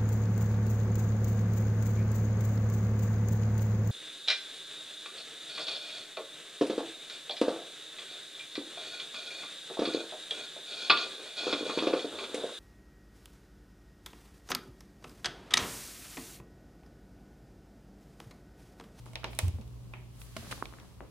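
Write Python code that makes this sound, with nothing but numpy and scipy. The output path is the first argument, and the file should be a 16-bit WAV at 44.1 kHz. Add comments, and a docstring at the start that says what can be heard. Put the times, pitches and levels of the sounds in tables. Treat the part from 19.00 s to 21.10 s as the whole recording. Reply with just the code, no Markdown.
"""An empty room, close to a wooden closet door: someone steps up and pulls it open.
The wood cracks in bright snaps that rattle and ring the door, and a footfall booms in the floor.
A hand brushes lightly, the door catches and scrapes free with a soft hiss, and dull taps follow.
Cracks, taps and scrapes echo off the bare walls; mains hum and faint room noise lie underneath."""
import sys
import numpy as np
from scipy import signal
from scipy.fft import rfft, irfft, next_fast_len
from scipy.io import wavfile

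SR = 44100
rng = np.random.default_rng(int(sys.argv[2]) if len(sys.argv) > 2 else 0)


def transcribe(signal):
    """Save signal, clipped to [-1, 1], as a 16-bit WAV file at the path in sys.argv[1]."""
    frames = np.atleast_2d(signal).T
    limited = np.clip(frames, -1, 1)
    pcm = np.round(limited * 32767).astype(np.int16)
    wavfile.write(sys.argv[1], SR, pcm)


N = 92610
SHOT_SAMPLES = 16384  # length of each one-shot
T = np.arange(SHOT_SAMPLES) / SR
HZ = np.fft.rfftfreq(SHOT_SAMPLES, 1 / SR)
IMPULSE = 1. * (T == 0)


def amp(db):
    return 10 ** (np.asarray(db) / 20)


def along(points, hz):
    """Read a breakpoint curve on a log frequency axis."""
    freqs, values = np.transpose(points)
    return np.interp(np.log(hz + 1), np.log(freqs + 1), values)


def fader(points):
    """Gain per sample from (t/s, level/dB) breakpoints."""
    return amp(np.interp(np.arange(N) / SR, *np.transpose(points)))


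def burst(x):
    """Scale a one-shot to the energy of 10 ms at rms 1."""
    return x * np.sqrt(SR / 100 / (np.mean(np.sum(x ** 2, -1)) + 1e-20))


def pan(db):
    """Stereo gains; positive is left."""
    return amp(np.array([[db / 2], [-db / 2]]))


def add(out, start, x):
    i = max(round(start * SR), 0)
    out[:, i:i + x.shape[-1]] += x[..., :N - i]


def coloured(x, gain):
    """Minimum-phase EQ with the given gain at each frequency."""
    cepstrum = irfft(np.log(np.maximum(gain, 1e-6)))
    cepstrum[1:SHOT_SAMPLES // 2] *= 2
    cepstrum[SHOT_SAMPLES // 2 + 1:] = 0
    return irfft(rfft(x) * np.exp(rfft(cepstrum)))


def lowpass(corner_hz, order):
    return 1 / np.sqrt(1 + (HZ / corner_hz) ** (2 * order))


def resonance(hz, width):
    return (HZ * width) ** 2 / ((hz * hz - HZ ** 2) ** 2 + (HZ * width) ** 2)


# stereo image of the noise: f/Hz, left-right correlation
CORRELATION = [(40, 0.57), (250, 0.26), (600, 0.67), (1200, 0.47), (2500, 0), (12000, 0)]
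def noise(colour, size=SHOT_SAMPLES):
    """Stereo noise of rms 1, narrower in the lows and mids, fully wide in the treble."""
    hz = np.fft.rfftfreq(size, 1 / SR)
    angle = np.arccos(along(CORRELATION, hz)) / 2
    spectrum = rfft(rng.standard_normal((2, size))) * amp(along(colour, hz))
    mid, side = irfft(spectrum * [np.cos(angle), np.sin(angle)], size)
    pair = np.array([mid + side, mid - side])
    return pair / pair.std()


# hum partials, rumble EQ and air EQ: f/Hz, level/dB
HUM_PARTIALS = [(59.6, -62.5), (119.6, -50.5)]
RUMBLE_EQ = [(20, -44), (40, -28), (58, 14.5), (80, -14), (170, -12), (400, -18.5), (1000, -47)]
AIR_EQ = [(20, -27), (50, 6.5), (180, -1), (300, -11), (650, -17), (1100, -18.5), (1800, -39.5),
          (2900, -27.5), (5700, -56.5), (10000, -41), (16000, -42)]
# fader ride on hum and rumble: t/s, gain/dB
LOW_RIDE = [(0, -0.5), (.75, 2), (1.3, -3), (1.55, -6), (1.75, -7.5), (2.1, -10.5)]
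def room_tone():
    """The bed: mains hum, low rumble and the steady air of the room."""
    t = np.arange(N) / SR
    hum = sum(amp(db) * np.sqrt(2) * np.sin(2 * np.pi * (hz * t + rng.random()))
              for hz, db in HUM_PARTIALS)
    rumble = amp(-51) * noise(RUMBLE_EQ, N)
    air = amp(-54.5) * noise(AIR_EQ, N)
    return (hum + rumble) * fader(LOW_RIDE) + air


# fader ride on the door's hiss: t/s, level/dB
HISS_RIDE = [(0, -64.5), (1.1, -65.5), (1.21, -60), (1.35, -57.5), (1.38, -49.5), (1.45, -52), (1.53, -48),
             (1.6, -53), (1.7, -59), (1.85, -61), (2.0, -65.5), (2.1, -65.5)]
# hiss EQ: f/Hz, gain/dB
HISS_EQ = [(60, 11), (220, 7.5), (500, -31), (1100, -1), (2000, -3.5), (4000, -2), (7500, -6.5),
           (10000, -6.5), (12500, -10), (16000, -17.5)]
def door_hiss():
    """A sliding hiss, barely there at first, that swells as the door swings."""
    return fader(HISS_RIDE) * noise(HISS_EQ, N)


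# modes of a snap: f/Hz, level/dB, t60/s
SNAP_MODES = [(1830, -11, 0.0049), (2280, -4.5, 0.01), (2580, -9.5, 0.015), (3320, -23, .010),
              (3780, -5, 0.0062), (4340, -20.5, .007), (5570, -7, 0.0088), (8220, 2.5, 0.0051),
              (9700, 1, 0.0045), (11960, -1, 0.0047)]
def fibre_snap():
    """Fibres let go: a few bright modes that die within milliseconds."""
    return sum((-1) ** k * amp(db - 60 * T / t60) * np.sin(2 * np.pi * hz * T)
               for k, (hz, db, t60) in enumerate(SNAP_MODES))


# white source of the rattle: f/Hz, gain/dB
FLAT_EQ = [(20, 0), (20000, 0)]
def wood_rattle(decay):
    """Dense ringing inside the wood; the bass falls 60 dB in twice `decay`, the treble sooner."""
    hz, t, bands = signal.stft(noise(FLAT_EQ), SR, nperseg=64)
    damping = 0.5 + (hz[:, None] / 9700) ** 2
    return signal.istft(bands * amp(-60 * t / decay * damping), SR, nperseg=64)[1][:, :SHOT_SAMPLES]


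# modes of the door: f/Hz, level/dB, t60/s
DOOR_MODES = [(243, -14, 0.22), (381.4, -6, 0.11), (652, 4, 0.05), (905, 2.5, 0.016), (1078, 0, 0.044),
              (1400, -8.5, 0.064), (1760, -12, 0.014), (2180, 4.5, 0.0099), (2870, -0.5, 0.0092),
              (4050, -11, 0.0071)]
def door_ring():
    """The door's modes, struck with a slightly new balance each time."""
    return burst(sum(amp(db + rng.normal(0, 1.5) - 60 * T / t60) * np.sin(2 * np.pi * hz * T)
                     for hz, db, t60 in DOOR_MODES))


# reverb decay: f/Hz, t60/s
REVERB_T60 = [(150, 0.68), (700, 0.3), (2500, 0.49), (6000, 0.45), (14000, 0.33)]
# reverb EQ: f/Hz, gain/dB
REVERB_EQ = [(100, 14.5), (500, 12), (1500, 0.5), (2700, 3.5), (6000, 2.5), (14000, 0)]
def reverb(x, send_db):
    """The echo of the bare walls, wet only: a noise tail that dies band by band."""
    hz, t, bands = signal.stft(noise(REVERB_EQ), SR, nperseg=256)
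    decay = amp(-60 * t / along(REVERB_T60, hz)[:, None])
    tail = signal.istft(bands * decay, SR, nperseg=256)[1][:, :SHOT_SAMPLES]
    tail *= 1 - np.exp(-T / 0.0021)
    send = amp(send_db) * np.atleast_2d(x)[-1:]
    return signal.fftconvolve(send, tail / np.linalg.norm(tail[0]), axes=1)[:, :SHOT_SAMPLES]


# crack cues: t/s, level/dB, low cut/Hz, high cut/Hz, snap/dB, ring/dB, rattle decay/s, pan/dB, send/dB
CRACK_CUES = [(.0583, -61, 1970, 10800, -22.5, -3, 0.014, 17, 5),
              (0.134, -60, 2500, 10900, -2, 6.5, 0.03, -15, -18),
              (0.1558, -37, 726, 4970, 0, -12.5, 0.023, -4.5, -8),
              (0.2427, -34.5, 252, 5340, -7.5, -2.5, 0.028, -10.5, -7.5),
              (0.3319, -50, 700, 4600, -21, -32, 0.01, 1, -4),
              (.3500, -56, 3000, 12800, -7, -17, .01, -16, 1),
              (0.3892, -28, 790, 12100, -2, -10.5, 0.03, -9.5, -9.5),
              (0.4815, -48, 3020, 12100, -3, -9, 0.021, -15, -33),
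              (.6120, -58, 700, 7900, -6, -15, 0.064, -2, -9),
              (0.6778, -66.5, 2960, 12300, -2, -5, .015, -3, -25),
              (0.9369, -44.5, 2800, 2600, 2.5, -4.5, 0.055, -2.5, -4.5),
              (1.2165, -51.5, 710, 5000, -1, -45, 0.0099, -3, -17),
              (1.6555, -45.5, 900, 4740, -4.5, -20, 0.0075, -10, -10),
              (1.7994, -57, 500, 5670, -3, -7, 0.0092, -2, -8)]
# EQ on a crack's rattle and echo: f/Hz, gain/dB
CRACK_EQ = [(100, -8.5), (900, 8), (1600, -0.5), (2400, 5.5), (4600, -0.5), (5800, -1.5), (10000, 1.5),
            (12500, -2), (16000, 5)]
def wood_cracks():
    """The wood cracks: a snap that reaches the right side first, a short rattle and the door's ring."""
    out = np.zeros((2, N))
    left_lag = round(0.00032 * SR)
    for start, db, low_hz, top_hz, snap_db, ring_db, decay, pan_db, send_db in CRACK_CUES:
        treble_leak = amp(-23.5) * min(top_hz / 5000, 1) ** 2
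        low_cut = (HZ + 10) / np.hypot(HZ, low_hz)
        band = low_cut * np.hypot(lowpass(top_hz, order=5), treble_leak)
        eq = amp(along(CRACK_EQ, HZ)) * band
        snap = amp(snap_db) * burst(coloured(fibre_snap(), band))
        snap = np.array([np.roll(snap, left_lag), snap]) * pan(pan_db)
        body_pan = pan(0.19 * pan_db)  # rattle and ring sit nearer the centre
        ring = amp(ring_db) * door_ring()
        rattle = burst(coloured(wood_rattle(decay), eq))
        direct = burst(snap + rattle * body_pan) + ring * body_pan
        click = burst(coloured(IMPULSE, eq))
        echo = reverb(click, send_db) + reverb(ring, send_db - 5.5)
        add(out, start, amp(db) * (direct + echo))
    return out


# tap cues: t/s, level/dB, f/Hz, bandwidth/Hz, pan/dB, send/dB
TAP_CUES = [(0.0638, -55.5, 970, 1000, -7, -0.5), (.2340, -52, 1210, 1300, -13, 6),
            (.5860, -55, 510, 750, -6, -3), (1.423, -61.5, 970, 1790, 5, 11),
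            (1.47, -55, 676, 1190, 3, -11), (1.5263, -39, 1400, 1120, 5, -17),
            (1.5780, -54, 970, 1020, -2, 0), (1.6250, -33.5, 1100, 680, -5.5, -17),
            (1.7254, -59, 920, 910, 16, 2), (1.7379, -56.5, 1220, 1300, 15, -2),
            (1.7859, -57, 1480, 1000, 5, 2), (1.8320, -62, 970, 880, 2, 1),
            (2.0062, -47.5, 740, 1400, 7, -2)]
def dull_taps():
    """Soft contacts: one heavily damped resonance with a rounded attack, over a low thud."""
    out = np.zeros((2, N))
    thud = amp(-3.5) * resonance(hz=303, width=410)
    for start, db, hz, width, pan_db, send_db in TAP_CUES:
        body = np.hypot(resonance(hz, width), thud)
        softening = lowpass(1.75 * max(hz, width), order=3)
        tap = burst(coloured(IMPULSE, body * softening))
        add(out, start, amp(db) * (tap * pan(pan_db) + reverb(tap, send_db)))
    return out


# brush cues: t/s, level/dB, attack/s, t60/s
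BRUSH_CUES = [(0.298, -57, 0.013, 0.45), (1.147, -60, 0.018, 0.27), (1.193, -51.5, 0.0094, 0.39)]
# brush EQ: f/Hz, gain/dB
BRUSH_EQ = [(1000, -27), (3000, -15), (7000, -6), (10000, -1), (14500, -8), (16000, -8)]
def hand_brushes():
    """Light brushes of the hand: faint, airy noise that eases in and fades."""
    out = np.zeros((2, N))
    for start, db, attack, t60 in BRUSH_CUES:
        envelope = amp(db - 60 * T / t60) * (1 - np.exp(-T / attack))
        add(out, start, envelope * noise(BRUSH_EQ))
    return out


# footfall and bump cues: t/s, level/dB, f/Hz, t60/s
STEP_CUES = [(0.4302, -14, 91.9, 0.18), (.4745, -17.5, 83.9, .12), (.5390, -21, 83.5, 0.13),
             (.5900, -30.5, 218, 0.075), (0.652, -41, 64.7, 0.26), (1.369, -34, 224, .12),
             (1.382, -39, 86, 0.19), (1.419, -43, 230, 0.15), (1.468, -35, 234, 0.066),
             (1.478, -47, 135, 0.3)]
# scuff EQ: f/Hz, gain/dB
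SCUFF_EQ = [(30, -11), (60, 1.5), (150, -0.5), (300, -13), (800, -26), (4000, -42)]
def footfalls(attack_s=0.0093):
    """Weight lands on the floor: a low boom with a little rumbling scuff."""
    out = np.zeros((2, N))
    for start, db, hz, t60 in STEP_CUES:
        boom = -np.sin(2 * np.pi * hz * T)
        scuff = amp(-17) * noise(SCUFF_EQ)
        envelope = amp(db - 60 * T / t60) * (1 - np.exp(-T / attack_s))
        add(out, start, envelope * (boom + scuff) * pan(-1))
    return out


# scrape cues: t/s, level/dB, length/s, ring/dB, pan/dB
SCRAPE_CUES = [(1.3656, -39.5, 0.0063, 1.5, -2), (1.5113, -37, 0.02, -16, -3)]
# scrape EQ: f/Hz, gain/dB
SCRAPE_EQ = [(100, 4), (500, 9), (1500, 6), (3000, 5), (6500, -3.5), (10000, -3.5), (15000, -20)]
def door_scrapes():
    """The door catches: a short run of uneven slips that sets it ringing."""
    out = np.zeros((2, N))
    for start, db, length, ring_db, pan_db in SCRAPE_CUES:
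        slips = amp(4 * np.repeat(rng.standard_normal(SHOT_SAMPLES // 16), 16))
        scrape = burst(noise(SCRAPE_EQ) * slips * np.exp(-(T / length) ** 2))
        direct = (scrape + amp(ring_db) * door_ring()) * pan(pan_db)
        add(out, start, amp(db) * (direct + reverb(scrape, send_db=-11)))
    return out


def scene():
    return (room_tone() + door_hiss() + wood_cracks() + dull_taps()
            + hand_brushes() + footfalls() + door_scrapes())


def record(dry):
    """Master EQ: roll off the sub-bass and cut the very top."""
    low_cut_hz, top_hz = 35, 16100
    size = next_fast_len(N + SHOT_SAMPLES)
    hz = np.fft.rfftfreq(size, 1 / SR)
    gain = hz ** 2 / np.hypot(hz ** 2, low_cut_hz ** 2) * (hz < top_hz)
    return irfft(rfft(dry, size) * gain, size)[:, :N]


dry = scene()
out = record(dry)
transcribe(out)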